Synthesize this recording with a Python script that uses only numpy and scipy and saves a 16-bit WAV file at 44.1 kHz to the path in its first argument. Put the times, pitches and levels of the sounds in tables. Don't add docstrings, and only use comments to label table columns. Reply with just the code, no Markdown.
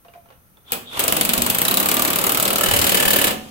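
import sys
import numpy as np
from scipy import signal
from scipy.fft import rfft, irfft
from scipy.io import wavfile
from scipy.ndimage import uniform_filter1d

SR = 44100
rng = np.random.default_rng(int(sys.argv[2]) if len(sys.argv) > 2 else 0)


def output_pcm(signal):
    pcm = np.clip(np.atleast_2d(signal).T, -1, 1) * 32767
    wavfile.write(sys.argv[1], SR, np.round(pcm).astype(np.int16))


def invert_db(x):
    u = np.asarray(x, float) / 20
    return 10 ** u


N = 154350


def evened(x):
    return x / np.sqrt(np.mean(x ** 2) + 1e-20)


def read(points, hz):
    f, value = np.transpose(points)
    return np.interp(np.log(hz + 1), np.log(f + 1), value)


def follow(points):
    s, db = np.transpose(points)
    return invert_db(np.interp(np.arange(N) / SR, s, db, -140, -140))


def resonate(x, hz, width):
    pole = np.exp((2j * np.pi * hz - np.pi * width) / SR)
    return 2 * signal.lfilter([1 - abs(pole)], [1, -pole], x).real


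def wobble(depth_db, samples):
    return invert_db(depth_db * evened(uniform_filter1d(rng.standard_normal(N), samples)))


# f/Hz, likeness/0..1
SAME = [(40, 0.58), (130, 0.75), (300, 0.6), (1200, 0.37), (3000, 0.13), (6000, 0.19), (15000, 0.088)]
# f/Hz, left minus right/dB
LEAN = [(60, 5), (180, 0.0), (550, -3), (1650, -3.5), (4970, 1.5), (15000, 3)]
LAG_S = 0.0003


def pair(colour):
    hz = np.fft.rfftfreq(N, 1 / SR)
    a, b = rfft(rng.standard_normal((2, N)))
    same = np.clip(read(SAME, hz), -1, 1)
    lean = invert_db(read(LEAN, hz) / 2)
    left = a * lean * np.exp(-2j * np.pi * hz * LAG_S)
    right = (same * a + np.sqrt(1 - same ** 2) * b) / lean
    z = np.array([left, right]) * invert_db(read(colour, hz))
    return z / np.sqrt(np.mean(irfft(z, N) ** 2))


# t/s, level/dB
SLOW = [(0.7195, -7.5), (0.7304, -18.5), (0.993, -7.5), (1.0005, -11.5), (1.038, -6.5), (1.0793, -5.5),
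        (1.1228, -6.5), (1.1658, -6), (1.2102, -5), (1.2503, -10.5), (1.291, -5.5), (1.3344, -6),
        (1.3771, -7), (1.4189, -7.5), (1.4627, -7), (1.499, -7.5), (1.547, -6.5), (1.5837, -7),
        (1.6161, -6.5), (1.6505, -7.5), (2.8926, -8), (3.0252, -7), (3.2413, -6.5), (3.2694, -11.5),
        (3.2794, -15), (3.307, -14)]
# t/s, level/dB, brightness/dB
RUN = [(1.681, -2, -1.2), (1.7107, -4.5, -0.8), (1.7404, -8.5, 3), (1.7708, -2, 0.3), (1.7995, -4.5, 0),
       (1.828, -8.5, 0.3), (1.8579, -5, -0.5), (1.8864, -4.5, -0.5), (1.914, -3, -1.5), (1.9411, -7, 0.3),
       (1.9672, -5, -0.5), (1.9934, -5.5, -1), (2.021, -4.5, 2), (2.049, -3.5, -2.5), (2.0758, -6, -1),
       (2.1025, -7, -1.5), (2.1308, -6, -1), (2.1578, -6, -2.5), (2.186, -4, -1), (2.2127, -7, -1),
       (2.2395, -5, -1), (2.2662, -4.5, -0.5), (2.2927, -4.5, -1), (2.3191, -6.5, 0.3), (2.346, -5.5, 0.3),
       (2.372, -5.5, 1), (2.3985, -5, 1), (2.4254, -6.5, 1.5), (2.4517, -3.5, -1), (2.4775, -6, 1),
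       (2.5034, -6, -3), (2.5301, -7.5, 0.3), (2.5571, -7, 0.3), (2.5828, -5.5, 0), (2.6091, -5, 0),
       (2.6347, -5.5, 0), (2.6604, -6, 0.3), (2.6856, -6.5, 0.5), (2.711, -4.5, 0), (2.7363, -4.5, -1.2),
       (2.7623, -5, 0), (2.7883, -6.5, 0.3), (2.8142, -5, 0.5), (2.8412, -5.5, -0.5), (2.8666, -4, 0.5),
       (2.9185, -4.5, 1), (2.9444, -5, 1.5), (2.9712, -4.5, -0.5), (2.9988, -5.5, -1.5), (3.0522, -5, 0.3),
       (3.0791, -5.5, 1), (3.1051, -5.5, 0.3), (3.132, -4, -0.5), (3.1596, -4, -0.5), (3.187, -6.5, 1),
       (3.2141, -5.5, -1)]
RUN_DB = -2


def blows():
    run_s, run_db, bright_db = np.transpose(RUN)
    slow_s, slow_db = np.transpose(SLOW)
    at = np.round(np.r_[slow_s, run_s] * SR).astype(int)
    return at, invert_db(np.r_[slow_db, run_db + RUN_DB]), np.r_[0 * slow_s, bright_db]


def struck(at, gains, shape):
    train = np.zeros((2, N))
    train[:, at] = gains
    return signal.oaconvolve(train, shape[None])[:, :N]


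# f/Hz, level per Hz/dB
CRACK = [(100, -26), (500, -3), (1500, -9.5), (3100, -5), (6200, -12), (8000, -4.5), (10000, -6),
         (14000, -2)]
# f/Hz, fade time/s
CRACK_T60 = [(150, 0.11), (600, 0.053), (2000, 0.083), (5000, 0.071), (14000, 0.043)]
CRACK_DB, CRACK_RISE_S, CRACK_HOLD_S, LUMPS_DB = -4, 0.0009, 0.00047, 3.0
BASS_RISE_CYCLES = 2.2
COLOUR_SPREAD_DB, SIDE_SPREAD_DB = 1.8, 1.2
TIGHT_S, LOOSE_S, LOOSE_HOLD_S, LOOSE_TILT_DB = 2.6, 2.62, 0.0051, -3
SNAP, SNAP_S = 1.7, 0.0018


def crack(at, size, bright_db):
    z = pair(CRACK)
    hz, t = np.fft.rfftfreq(N, 1 / SR), np.arange(SR // 8) / SR
    centres = np.geomspace(150, 15000, num=10)
    loose = np.clip((at / SR - TIGHT_S) / (LOOSE_S - TIGHT_S), 0, 1)
    out = 0
    for k, f in enumerate(centres):
        band = np.sqrt(np.interp(np.log(hz + 1), np.log(centres), np.arange(len(centres)) == k))
        chance = rng.standard_normal((len(at), 3)).T
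        colour_db = COLOUR_SPREAD_DB * chance[0] + bright_db * np.log2(f / 3000) / 2
        gains = size * invert_db(colour_db + SIDE_SPREAD_DB * chance[1:])
        rise = np.minimum(t / (CRACK_RISE_S + BASS_RISE_CYCLES / f), 1)
        fade_db_s = -60 / read(CRACK_T60, f)
        tight = rise * invert_db(fade_db_s * np.maximum(t - CRACK_HOLD_S, 0))
        tight = tight * (0.79 + SNAP * np.exp(-t / SNAP_S) * f / 20000)
        slack = rise * invert_db(fade_db_s * np.maximum(t - LOOSE_HOLD_S, 0))
        level = struck(at, gains * (1 - loose), tight)
        level = level + struck(at, gains * loose * invert_db(LOOSE_TILT_DB * f / 9900), slack)
        out = out + irfft(z * band, N) * level
    return invert_db(CRACK_DB) * out * wobble(LUMPS_DB, samples=30)


# f/Hz, level per Hz/dB
RATTLE = [(59, -33), (100, 12), (197, -18), (1280, 13.5), (1580, 5.5), (3120, 8.5), (6560, -27),
          (12900, -7), (16000, 4)]
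RATTLE_DB, RATTLE_RISE_S, RATTLE_T60 = -20, 0.0052, 0.15


def rattle(at, size):
    t = np.arange(SR // 4) / SR
    shape = (1 - np.exp(-t / RATTLE_RISE_S)) * invert_db(-60 * t / RATTLE_T60)
    return invert_db(RATTLE_DB) * irfft(pair(RATTLE), N) * struck(at, size, shape) * wobble(3.0, samples=120)


# f/Hz, level per Hz/dB
BOOM = [(60, -19), (150, -6.5), (220, -1.5), (400, -3.5), (650, -2), (900, -7), (1500, -11), (16000, -54)]
BOOM_DB, BOOM_RISE_S, BOOM_T60 = -17.5, 0.03, 0.25


def boom(at, size):
    t = np.arange(SR // 2) / SR
    shape = (1 - np.exp(-t / BOOM_RISE_S)) * invert_db(-60 * t / BOOM_T60)
    return invert_db(BOOM_DB) * irfft(pair(BOOM), N) * struck(at, size, shape)


# f/Hz, fade
# time/s, level/dB, start t/s, end t/s
PARTS = [(180, 0.18, -13, 1.06, 1.806), (242.7, 0.26, -10, 1.264, 1.5), (306, 0.2, -14.5, 1.57, 2.1),
         (747, 0.7, -20, 3.22, 3.4), (660, 0.07, -8, 1.0, 1.36), (1183, 0.057, -3, 1.706, 2.3),
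         (1320, 0.04, 1, 2.3, 2.64), (470, 0.12, -11, 2.62, 3.4), (568, 0.18, -6.5, 2.45, 3.4),
         (1738, 0.049, 1.5, 2.97, 3.4), (3000, 0.08, -1, 2.6, 3.4), (2610, 0.055, -14, 3.1, 3.4),
         (3924, 0.028, 3.5, 1.69, 1.78), (254, .55, -24, 3.2, 3.4),
         (470, 0.24, -11.5, .7, .74), (242, 0.29, -17, .7, .74), (783, 0.15, -7, .7, .74),
          (220, 1.3, -11, 3.22, 3.4), (303, .6, -18, 3.22, 3.4), (501, 0.54, -24, 3.22, 3.4),
          (1730, .06, -1.5, 2.63, 2.69), (183, 0.23, -13, 2.16, 2.24), (10960, .05, -11, 3.1, 4.1),
          (8200, .03, 3, 1.0, 1.6), (235, .2, -15, 1.7, 2.0), (500, .1, -8, 1.03, 1.14),
          (302, .15, -12, 1.08, 1.42), (190, .2, -13, 2.8, 3.05), (12800, .03, 0, 1.3, 2.3)]
PART_FADE_S, PART_RISE_S = 0.05, 0.00046
PART_SPREAD_DB, PART_ROUGH_DB = 2.0, 2.0


def parts(at, size):
    out = 0
    lag = LAG_S * np.array([[1], [0]])
    for hz, t60, db, start, end in PARTS:
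        inside = np.minimum(at / SR - start, end - at / SR)
        load = np.clip(inside / PART_FADE_S + 1, 0, 1)
        chance = rng.standard_normal((len(at), 2)).T
        cycles = rng.random(len(at)) - hz * lag + 0.12 * chance[::-1]
        train = np.zeros((2, N), complex)
        level = invert_db(db - 11.5 + PART_SPREAD_DB * chance)
        train[:, at] = size * load * level * np.exp(2j * np.pi * cycles)
        pole = invert_db(-60 / t60 / SR) * np.exp(2j * np.pi * hz / SR)
        quick_pole = pole * np.exp(-1 / (PART_RISE_S * SR))
        ring = signal.lfilter([1], [1, -pole], train) - signal.lfilter([1], [1, -quick_pole], train)
        out = out + ring.real * wobble(PART_ROUGH_DB, samples=250)
    return out


SWAP_S, LEAD_S = 2.62, 0.00073


def change_sides(steel):
    swap = np.clip((np.arange(N) / SR - SWAP_S) / 0.02, 0, 1)
    early = np.roll(steel[0], -round(LEAD_S * SR))
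    left = np.sqrt(1 - swap) * steel[0] + np.sqrt(swap) * early
    return np.array([left, steel[1]])


# t/s, level/dB
AIR = [(.64, -70), (.72, -38), (.85, -68), (.92, -37.5), (.98, -27), (1.1, -28.5), (2.6, -38), (3.3, -28.5),
       (3.38, -50), (3.5, -47.5)]
# f/Hz, level per Hz/dB
AIR_COLOUR = [(18, -44), (30, -5), (199, -0.5), (1350, 5), (1590, -3.5), (3060, 3), (5170, -11),
              (13000, -10), (16000, -24)]


def motor_air():
    return irfft(pair(AIR_COLOUR), N) * follow(AIR) * wobble(1.6, samples=300)


# t/s, level/dB
VALVE = [
    [(0.645, -79), (0.677, -47), (0.705, -48), (0.721, -43), (0.74, -56)],
    [(0.83, -66), (0.876, -41), (0.97, -35.5), (0.98, -48), (1.0, -41)],
]
VALVE_HZ, VALVE_WIDTH_HZ, VALVE_FLUTTER_DB = 3500, 420, 3


def valve():
    hiss = rng.standard_normal((2, N))
    once = resonate(hiss, VALVE_HZ, VALVE_WIDTH_HZ)
    whistle = evened(resonate(once, VALVE_HZ, VALVE_WIDTH_HZ))
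    return whistle * sum(follow(part) for part in VALVE) * wobble(VALVE_FLUTTER_DB, samples=250)


# t/s, level/dB, length/s
PUFFS = [
    (1.397, -28.5, 0.034),
    (2.685, -27, 0.03),
    (2.748, -24, 0.039),
    (3.07, -30.5, .04),
]
PUFF_HZ = 48.5


def puffs():
    low = evened(resonate(rng.standard_normal((2, N)), PUFF_HZ, width=55))
    t = np.arange(N) / SR
    return low * sum(invert_db(db) * np.exp(-((t - s) / length * 2) ** 2) for s, db, length in PUFFS)


# t/s, level/dB
BLEED = [(3.25, -60), (3.33, -46), (3.4, -48), (3.5, -51)]
# f/Hz, level per Hz/dB
BLEED_COLOUR = [(500, -30), (3000, -2), (5500, 2), (12000, -2), (16000, -10)]


def bleed():
    return irfft(pair(BLEED_COLOUR), N) * follow(BLEED)


# t/s, level/dB, ring f/Hz, low ring of the arm level/dB
CLINKS = [(0.0487, -43.5, 1090, -5), (.0835, -46, 2840, -1), (.1372, -42, 2390, -9),
          (.150, -56.5, 2000, 17), (.258, -49, 880, -6), (.287, -50, 3000, -11), (.303, -43, 1090, -18),
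          (.322, -51, 1440, -3), (.571, -48.5, 3500, -20), (.6535, -55, 3300, -16)]
# f/Hz, level per Hz/dB
SCRAPE = [(200, -26), (500, 7), (1100, 0), (2500, -7.5), (4500, -15), (8000, -30), (16000, -28)]
CLINK_T60, SCRAPE_T60, SCRAPE_DB = 0.037, 0.12, -3.5
ARM_HZ, ARM_T60, ARM_RISE_S, ARM_ROUGH_DB = 693, 0.16, 0.01, 5.5


def spanner():
    t, out = np.arange(SR // 4) / SR, np.zeros((2, N))
    scrape = irfft(pair(SCRAPE), N)
    rough = wobble(ARM_ROUGH_DB, samples=600)
    for s, db, hz, arm_db in CLINKS:
        at = round(s * SR)
        here = slice(at, at + len(t))
        ring = invert_db(-60 * t / CLINK_T60) * np.sin(2 * np.pi * (hz * t + rng.random((2, 1))))
        rub = scrape[:, here] * invert_db(SCRAPE_DB - 60 * t / SCRAPE_T60)
        arm = np.minimum(t / ARM_RISE_S, 1) * invert_db(arm_db - 60 * t / ARM_T60)
        arm = arm * np.sin(2 * np.pi * ARM_HZ * t)
        out[:, here] += invert_db(db) * (ring + rub + arm * rough[here])
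    return out


# f/Hz, fade time/s
GARAGE = [(150, 0.93), (600, 0.42), (2500, 0.42), (12000, 0.27)]
GARAGE_DB = -7.5


def garage(x):
    flat = irfft(pair([(20, 0), (20000, 0)]), N)[:, :SR]
    hz, t, z = signal.stft(flat, SR, nperseg=256)
    fading = z * invert_db(-60 * t / read(GARAGE, hz)[:, None])
    tail = signal.istft(fading, SR, nperseg=256)[1]
    tail = tail * np.minimum(np.arange(tail.shape[1]) / (0.018 * SR), 1)
    tail = tail / np.linalg.norm(tail[0])
    return invert_db(GARAGE_DB) * signal.fftconvolve(x[:1], tail, axes=1)[:, :N]


# t/s, level/dB
RUMBLE = [(0, -74), (.15, -72), (.4, -64), (.5, -77)]
RUMBLE_HZ = 80


def rumble():
    once = resonate(rng.standard_normal((2, N)), RUMBLE_HZ, width=90)
    return evened(resonate(once, RUMBLE_HZ, width=90)) * follow(RUMBLE)


# f/Hz, level per Hz/dB
FLOOR = [(15, -41), (25, -13), (145, -9.5), (170, -12), (416, -23.5), (1290, -26.5), (4870, -39),
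         (6050, -45), (12500, -28), (16000, -29)]
# f/Hz, width/Hz, level/dB
FLOOR_LINES = [(6100, 250, -74.5), (9160, 290, -70), (1340, 34, -72), (12800, 900, -66)]
FLOOR_DB = -54.5


def floor():
    hiss = rng.standard_normal((2, N))
    bands = sum(invert_db(db) * evened(resonate(hiss, hz, width)) for hz, width, db in FLOOR_LINES)
    return invert_db(FLOOR_DB) * irfft(pair(FLOOR), N) + bands


def scene():
    at, size, bright_db = blows()
    steel = crack(at, size, bright_db) + rattle(at, size) + boom(at, size) + parts(at, size)
    blown = motor_air() + valve() + puffs() + bleed()
    dry = change_sides(steel) + blown + spanner()
    return dry + garage(dry) + rumble() + floor()


def roll_off(x):
    return signal.sosfilt(signal.butter(12, 16830, fs=SR, output="sos"), x)


def record(dry):
    low_pass = signal.firwin(255, 15900, window=("kaiser", 5), fs=SR)
    cut = signal.oaconvolve(dry, low_pass[None], "same")
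    mix = 1.086 * np.tanh(cut / 1.102)
    return roll_off(mix)


dry = scene()
out = record(dry)
output_pcm(out)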